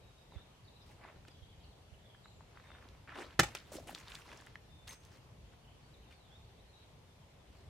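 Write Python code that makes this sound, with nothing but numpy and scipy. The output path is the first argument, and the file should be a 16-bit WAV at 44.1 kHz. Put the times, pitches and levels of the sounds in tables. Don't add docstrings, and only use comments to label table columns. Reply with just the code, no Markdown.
import sys
import numpy as np
from scipy import signal
from scipy.fft import rfft, irfft, next_fast_len
from scipy.io import wavfile
from scipy.ndimage import uniform_filter1d

SR = 44100
rng = np.random.default_rng(int(sys.argv[2]) if len(sys.argv) > 2 else 0)


def int16_out(signal):
    q = np.round(np.clip(np.atleast_2d(signal).T, -1, 1) * 32767)
    wavfile.write(sys.argv[1], SR, q.astype(np.int16))


N = 339129

# t/s, level/dB, rise/s, tear/s, crack re
# log/dB, thud re log/dB, ear difference/0-1
KNOCKS = [(3.392, -26, 0.0042, 0.0055, 0, -1.5, 0.18), (3.3971, -43, 0.00024, 0.0014, 16, -1, 0.2),
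          (3.404, -38.5, .001, 0.0022, 3.5, -4.5, 0.2), (3.41, -44.5, .002, .007, -2.5, -9.5, .3),
          (3.4305, -37, 0.003, 0.007, -3, -10, .6), (3.55, -56, 0.00035, 0.0031, 13, -4, 0.2),
          (3.554, -56.5, 0.0005, 0.0088, 3, -14, 0.2)]
# f/Hz, level/dB, t60/s
LOG_MODES = [(635, 2, .04), (855, 8, 0.04), (1410, 13.5, 0.018), (1830, 7.5, 0.022), (2100, 1, 0.03),
             (2310, 0.5, 0.031), (3080, -0.5, 0.045), (3600, 5, 0.02), (6440, -0.5, 0.026),
             (7740, -1, 0.033)]
STACK_MODES = [(59.1, -10.5, 0.22), (106.2, -6, .12), (136, 2.5, 0.098), (161.4, 1, 0.068),
               (221.6, -3.5, 0.037), (290, 3.5, 0.039), (350, 9.5, 0.036)]
# f/Hz, level/dB
CRACK_SPECTRUM = [(180, -44), (300, -3), (1020, -11), (1600, 0.5), (2770, -5), (3610, -9), (6450, -12.5),
                  (10400, -24), (13600, -27.5), (15800, -37.5)]
EAR_DIFFERENCE = [(200, -22.5), (700, -1), (2200, 2), (5000, 5.5), (15000, 10)]
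# f/Hz, left-right/dB
BLOW_PAN = [(60, 1), (700, 1), (1290, -1), (2380, 1), (4400, 0.5), (8120, 2.5), (15000, -10)]

def axe_blow(push_s=0.00011, thud_rise_cycles=2.6):
    out, t = np.zeros((2, N)), np.arange(SR // 3) / SR
    push = t / push_s * np.exp(-t / push_s)
    stack = sum((1 - np.exp(-t * hz / thud_rise_cycles)) * ring([(hz, db, t60_s)], t)
                for hz, db, t60_s in STACK_MODES)
    thud = signal.fftconvolve(push, stack)[:len(t)]
    for start_s, db, rise_s, tear_s, crack_db, thud_db, apart in KNOCKS:
        burst = (1 - np.exp(-t / rise_s)) * np.exp(-t / tear_s)
        fibres, grit = rng.standard_normal((2, 3, len(t)))
        fibres = fibres[0] + apart * colour(fibres[1:], EAR_DIFFERENCE)
        grit = grit[0] + 2 * apart * colour(grit[1:], EAR_DIFFERENCE)
        snaps = burst * fibres * gain_of(1.04 * rng.exponential(1, len(t)))
        modes = [(hz * rng.uniform(0.95, 1.02), *rest) for hz, *rest in LOG_MODES]
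        log = signal.fftconvolve(snaps, ring(modes, t)[None], axes=1)[:, :len(t)]
        crack = colour(grit, CRACK_SPECTRUM) * burst
        for part, part_db in (log, 0), (crack, crack_db), (thud, thud_db):
            add(out, start_s, gain_of(db + part_db) * part / part[..., :660].std())
    size = next_fast_len(N)
    pan = gain_of(np.outer([.5, -.5], curve_at(BLOW_PAN, np.fft.rfftfreq(size, 1 / SR))))
    return irfft(rfft(out, size) * pan, size)[:, :N]

# t/s, level/dB, f/Hz
BILLET_HITS = [(3.719, -36.5, 567), (3.755, -34.5, 335), (3.785, -34.5, 610), (3.799, -43, 700),
               (3.874, -43, 673), (3.893, -34, 800)]

def billets(rise_s=0.00047):
    out, t = np.zeros(N), np.arange(SR // 10) / SR
    attack = 1 - np.exp(-t / rise_s)
    for start_s, db, hz in BILLET_HITS:
        add(out, start_s, attack * ring([(hz, db, .022), (1.64 * hz, db - 13, .015)], t))
    return out

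# t/s, level/dB, f/Hz
CLICKS = [(0.322, -45, 880), (1.05, -38, 845), (1.251, -45.5, 1490), (1.284, -44, 4200), (2.148, -45, 1345),
          (2.2573, -40.5, 1410), (2.4072, -44.5, 970), (2.5725, -40.5, 1210), (2.598, -45, 1290),
          (2.704, -40, 1370), (2.717, -40.5, 1450), (2.7502, -40.5, 1500), (2.785, -46, 1740),
          (2.888, -43, 3670), (3.0755, -40, 1600), (3.093, -35, 1720), (3.1568, -39, 1590),
          (3.186, -34, 1390), (3.229, -39, 1975), (3.254, -42, 3600), (3.308, -41.5, 2920),
          (3.3921, -17, 3300), (3.571, -29.5, 3140), (3.5864, -36, 4600), (3.949, -22.5, 3980),
          (3.96, -38.5, 1320), (3.979, -40, 2200), (3.986, -37, 5500), (4.0825, -32.5, 4300),
          (4.1197, -31.5, 3130), (4.142, -39, 1510), (4.1495, -33, 7450), (4.153, -28, 3730),
          (4.3167, -35.5, 1940), (4.374, -38.5, 6550), (4.411, -42, 7700), (4.421, -43, 1090),
          (4.465, -42.5, 7800), (4.47, -37, 1670), (4.556, -31, 1840), (4.8777, -32.5, 3750),
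          (4.883, -36, 3300), (4.909, -34, 3700), (4.929, -41, 5000), (5.037, -47, 4000),
          (5.051, -42.5, 5600), (6.126, -45, 2200)]

def clicks(contacts=4):
    out, t = np.zeros((2, N)), np.arange(900) / SR
    for start_s, db, hz in CLICKS:
        for k, (wait, shift, size, side) in enumerate(rng.random((contacts, 4))):
            later = k > 0
            cycles = t * hz * (1 + later * (shift - .35))
            lag = later * (0.27 + wait)
            tone = np.exp(-cycles / 1.14) * np.sin(2 * np.pi * cycles)
            overtone = 0.15 * np.exp(-cycles / 0.73) * np.sin(2 * np.pi * (1.5 + size) * cycles)
            attack = (1 - np.exp(-6 * cycles)) ** 2
            pan_db = 4.5 * np.array([[side - .5], [.5 - side]])
            gain = gain_of(db - later * 4.4 * size - 8.4 * lag + pan_db)
            add(out, start_s + .0028 * lag, gain * attack * (tone + overtone))
    return out

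# t/s, length/s, level/dB, treble tilt/dB, bass tilt/dB
SCUFFS = [(0.296, 0.089, -65, -22, 3), (0.84, 0.085, -69.5, 6, 2.5), (0.98, 0.115, -56.5, -50, -3),
          (1.272, 0.016, -61.5, -5, -0.5), (2.44, 0.39, -63.5, -17, -2.5), (3.142, 0.086, -46.5, -13, -2),
          (3.293, 0.045, -59, -14, -35), (3.632, 0.078, -66, 1, 3), (4.012, 0.17, -55, -0.5, -15),
          (4.246, 0.09, -54.5, -5.5, -2), (4.33, 0.14, -63.5, -4, -4), (4.99, 0.081, -68.5, 6, -10),
          (5.093, 0.076, -66.5, 5, 5), (5.509, 0.029, -65, -9, 0.5), (6.096, 0.035, -62.5, -3.5, -31.5),
          (7.472, 0.137, -70.5, -1, 1.5)]
# t/s, slide/s, settle/s, level/dB, treble tilt/dB, bass tilt/dB
LANDINGS = [(3.075, .13, 0.027, -52, -39, -9.5), (3.426, 0.0124, 0.068, -48, -2, -2.5),
            (3.549, 0.031, 0.066, -59.5, 1, -46), (3.717, 0.048, 0.0132, -57.5, 20.5, 5.5),
            (3.772, 0.021, 0.1, -66, 14, 9.5), (3.868, 0.027, 0.033, -52.5, 9, 2.5),
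            (3.944, 0.059, 0.054, -56.5, 2.5, -22), (4.871, 0.055, 0.02, -56, 10, -12)]

def gravel(stone_sizes=18, landing_rise_s=0.0047, ring_cycles=.85):
    out, t = np.zeros((2, N)), np.arange(N) / SR
    strokes = [(start_s, .53 * length_s, .47 * length_s, .46 * length_s, *levels_db)
               for start_s, length_s, *levels_db in SCUFFS]
    strokes += [(start_s, landing_rise_s, *rest) for start_s, *rest in LANDINGS]
    drags = []
    for start_s, rise_s, hold_s, fade_s, *levels_db in strokes:
        span = slice(round(start_s * SR), round((start_s + rise_s + hold_s + 6 * fade_s) * SR))
        age_s = t[span] - start_s
        envelope = np.clip(age_s / rise_s, 0, 1) * np.exp(-np.maximum(age_s - rise_s - hold_s, 0) / fade_s)
        drags.append((span, envelope, *levels_db))
    clumps = gain_of(2 * wander(N, 300))
    drift = gain_of(3.5 * wander(N, 1200))
    for hz in np.geomspace(250, 14000, stone_sizes):
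        treble = np.clip(np.log2(hz / 2000) / 3.38, 0, 1)
        bass = np.clip(np.log2(1100 / hz), 0, 1)
        power = np.zeros(N)
        for span, envelope, db, treble_db, bass_db in drags:
            power[span] += (envelope * gain_of(db + treble * treble_db + bass * bass_db)) ** 2
        cycles = hz * t[:600]
        stone = t[:600] * np.exp(-cycles / ring_cycles) * np.sin(2 * np.pi * cycles)
        hits_per_s = 450 + hz / 6
        at = rng.integers(0, N, int(hits_per_s * N / SR))
        force = gain_of(2.44 * np.minimum(rng.exponential(1, len(at)), 3))
        force *= clumps[at] * np.roll(drift, rng.integers(N))[at]
        hits = np.zeros((2, N))
        hits[:, at] = force * rng.uniform(0.073, 1, (2, len(at)))
        crunch = unit_rms(signal.oaconvolve(hits, stone[None], axes=1)[:, :N])
        size_db = -10 - 7.2 * np.log2(hz / 2400) * treble
        out += gain_of(size_db) * np.sqrt(power) * crunch
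    return out

# f/Hz, level/dB, t60/s
HEAD_MODES = [(1930, -7, .16), (6293, -4, .13), (6321, 1, .19), (8292, -6, .08), (8353, -6, .2),
              (10720, -9, .1), (13040, -14, .08)]
# t/s, level/dB
HEAD_TAPS = [(4.878, -68), (4.8915, -52), (4.927, -56), (5.003, -70), (5.049, -73)]

def axe_head(spread_db=1.5):
    out, t = np.zeros(N), np.arange(SR // 3) / SR
    for start_s, tap_db in HEAD_TAPS:
        modes = [(hz, db + rng.uniform(-spread_db, spread_db), t60_s) for hz, db, t60_s in HEAD_MODES]
        add(out, start_s, gain_of(tap_db) * ring(modes, t))
    return out

# t/s, level/dB, left-right/dB
GUSTS = [(0.358, -34.5, -25), (1.419, -43, -21), (1.917, -44, -23)]

def wind_bumps(hz=75):
    out, t = np.zeros((2, N)), np.arange(SR // 8) / SR
    bump = t / 0.024 * np.exp(1 - t / 0.0061) * np.sin(2 * np.pi * hz * t)
    for start_s, db, pan_db in GUSTS:
        add(out, start_s, gain_of(db + pan_db * np.array([[.5], [-.5]])) * bump)
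    return out

# t/s, length/s, first f/Hz, last f/Hz, level/dB
WHISTLES = [(0, 0.12, 3870, 3730, -77), (0.17, 0.077, 3790, 3750, -74.5), (0.307, 0.048, 4130, 3480, -71),
            (0.355, 0.076, 3380, 3830, -70), (0.674, 0.018, 4000, 3530, -66.5),
            (2.543, 0.09, 3720, 3790, -81), (2.645, 0.115, 3670, 3580, -72.5),
            (4.677, 0.18, 3610, 3546, -73), (6.06, 0.087, 3659, 3570, -75.5),
            (1.711, .025, 4400, 3100, -72.5), (6.135, .035, 4800, 4200, -75),
            (6.025, 0.029, 3200, 2600, -75), (5.819, 0.053, 4320, 4720, -77),
            (5.933, 0.027, 4220, 3310, -69.5), (6.197, .05, 4000, 3770, -76),
            (6.247, 0.073, 3800, 3080, -74), (6.31, 0.065, 3330, 3750, -68),
            (6.575, 0.039, 3410, 4040, -72), (6.69, .022, 4300, 4150, -72), (6.727, 0.062, 3750, 3960, -69),
            (6.81, .04, 3824, 3100, -77), (7.068, 0.055, 3750, 3370, -78)]
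TRILLS = [(0.64, 0.053, 4456, 4400, -74), (0.721, 0.13, 4050, 3680, -72.5), (0.815, 0.024, 5100, 4885, -74),
          (1.306, 0.017, 4920, 4850, -74), (1.256, 0.21, 3421, 3280, -74), (1.48, 0.08, 3450, 3050, -75),
          (1.634, 0.025, 4730, 3900, -72.5), (1.6, 0.078, 3190, 2730, -76), (1.89, .07, 2690, 3040, -77),
          (2.011, 0.16, 3600, 3100, -73), (2.196, 0.24, 7350, 7150, -81), (2.236, 0.056, 3850, 4160, -70),
          (5.636, 0.1, 2890, 3100, -73)]

def birds(whistle_blur_hz=100, trill_blur_hz=276, chirp_blur_hz=120, flutter_hz=24):
    out = np.zeros((2, N))
    voices = (WHISTLES, whistle_blur_hz, 0), (TRILLS, trill_blur_hz, .7), (far_chirps(), chirp_blur_hz, 0)
    for notes, blur_hz, flutter_depth in voices:
        for start_s, length_s, first_hz, last_hz, db in notes:
            t = np.arange(0, length_s, 1 / SR)
            phase = 2 * np.pi * np.cumsum(first_hz + (last_hz - first_hz) * t / length_s) / SR
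            paths = rng.standard_normal((4, len(t) + 2000))
            for corner_hz in blur_hz / 2, blur_hz:
                paths = signal.lfilter([1], [1, -np.exp(-2 * np.pi * corner_hz / SR)], paths)
            paths = [unit_rms(path[2000:]) for path in paths]
            steady_core = 130 / blur_hz
            flutter = 1 + flutter_depth * np.sin(2 * np.pi * flutter_hz * t)
            envelope = gain_of(db) * flutter * signal.windows.tukey(len(t), .3)
            for ear in range(2):
                note = (paths[ear] + steady_core) * np.cos(phase) + paths[ear + 2] * np.sin(phase)
                add(out[ear], start_s, envelope * unit_rms(note))
    return out

def far_chirps(count=100):
    when, length, pitch, glide, loudness = rng.random((count, 5)).T
    first_hz = 2700 + 2200 * pitch
    last_hz = first_hz * (.72 + .2 * glide)
    return zip(when * N / SR, 0.032 + 0.041 * length, first_hz, last_hz, -86.5 + 7 * loudness)

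# f/Hz, t60/s
YARD_DECAY = [(100, 0.232), (500, 0.051), (2000, 0.21), (8000, 0.18), (15000, 0.076)]

def reflections(sound, t60_scale=1):
    taps = np.zeros((2, SR // 2))
    grid = np.arange(100, SR // 2 - 20, 20)
    at = grid + rng.integers(0, 20, (2, len(grid)))
    np.put_along_axis(taps, at, rng.choice([-1., 1.], at.shape), 1)
    hz, t, spectra = signal.stft(taps, SR, nperseg=256)
    t60_s = t60_scale * curve_at(YARD_DECAY, hz)[:, None]
    tail = signal.istft(spectra * gain_of(-60 * t / t60_s), SR, nperseg=256)[1]
    mid = tail.mean(axis=0)
    tail = mid + colour(tail - mid, EAR_DIFFERENCE)
    tail /= np.linalg.norm(tail[0])
    return signal.fftconvolve(sound.mean(axis=0)[None], tail, axes=1)[:, :N]

# f/Hz, level/dB
AIR_SPECTRUM = [(12, -53), (20, -28), (50, 2), (70, -11), (95, 1), (192, -14.5), (345, -18.5), (375, -15),
                (969, -20), (1350, -26.5), (2960, -26.5), (13700, -42.5), (15800, -64.5)]
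# f/Hz, correlation
AIR_CORRELATION = [(60, 0.99), (240, 0.822), (950, 0.228), (3770, 0.0065), (15000, -0.28)]
# t/s, level/dB
TRAFFIC_SWELL = [(0, 1), (1.5, 0.5), (4.699, 3), (5.5, 2), (7.3, -2), (7.6, 4)]

def traffic_and_breeze(level_db=-58.5, pan_db=0.77, swell_corner_hz=150):
    frames, hz = N // 256 + 5, np.fft.rfftfreq(1024, 1 / SR)[:, None]
    left_re, left_im, other_re, other_im, patches = rng.standard_normal((frames, 513, 5)).T
    left, other = left_re + 1j * left_im, other_re + 1j * other_im
    likeness = curve_at(AIR_CORRELATION, hz)
    right = likeness * left + np.sqrt(1 - likeness ** 2) * other
    patches_db = 1.1 * unit_rms(uniform_filter1d(uniform_filter1d(patches, 12, axis=0), 14, axis=1))
    passing_db = np.interp(np.arange(frames) * 256 / SR, *np.transpose(TRAFFIC_SWELL))
    swell_db = (passing_db + .5 * wander(frames, 30)) / (1 + hz / swell_corner_hz)
    spectra = np.array([left, right]) * gain_of(curve_at(AIR_SPECTRUM, hz) + patches_db + swell_db)
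    noise = signal.istft(spectra, nperseg=1024, noverlap=768)[1][:, :N]
    return gain_of(level_db + pan_db * np.array([[.5], [-.5]])) * unit_rms(noise)

def gain_of(db):
    return 10 ** (np.asarray(db) / 20)

def unit_rms(x):
    return x / np.sqrt(np.mean(x ** 2) + 1e-20)

def wander(count, width):
    return unit_rms(uniform_filter1d(rng.standard_normal(count), width))

def curve_at(points, hz):
    points_hz, values = np.transpose(points)
    return np.interp(np.log(hz + 1), np.log(points_hz + 1), values)

def colour(x, spectrum):
    size = x.shape[-1]
    return irfft(rfft(x) * gain_of(curve_at(spectrum, np.fft.rfftfreq(size, 1 / SR))), size)

def ring(modes, t):
    return sum(gain_of(db - 60 * t / t60_s) * np.sin(2 * np.pi * hz * t) for hz, db, t60_s in modes)

def add(mix, start_s, sound):
    part = mix[..., round(start_s * SR):][..., :sound.shape[-1]]
    part += sound[..., :part.shape[-1]]

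def scene(near_echo_db=-10.5, bird_echo_db=2.5):
    near = axe_blow() + clicks() + axe_head() + billets() + gravel()
    song = birds()
    echoes = gain_of(near_echo_db) * reflections(near)
    echoes += gain_of(bird_echo_db) * reflections(song, t60_scale=3)
    return near + song + echoes + wind_bumps() + traffic_and_breeze()

def record(dry, low_cut_hz=42, band_limit_hz=16100):
    highpass = signal.butter(3, low_cut_hz, "highpass", fs=SR, output="sos")
    lowpass = signal.firwin(511, band_limit_hz, window=("kaiser", 9), fs=SR)
    return signal.oaconvolve(signal.sosfilt(highpass, dry), lowpass[None], "same")

dry = scene()
out = record(dry)
int16_out(out)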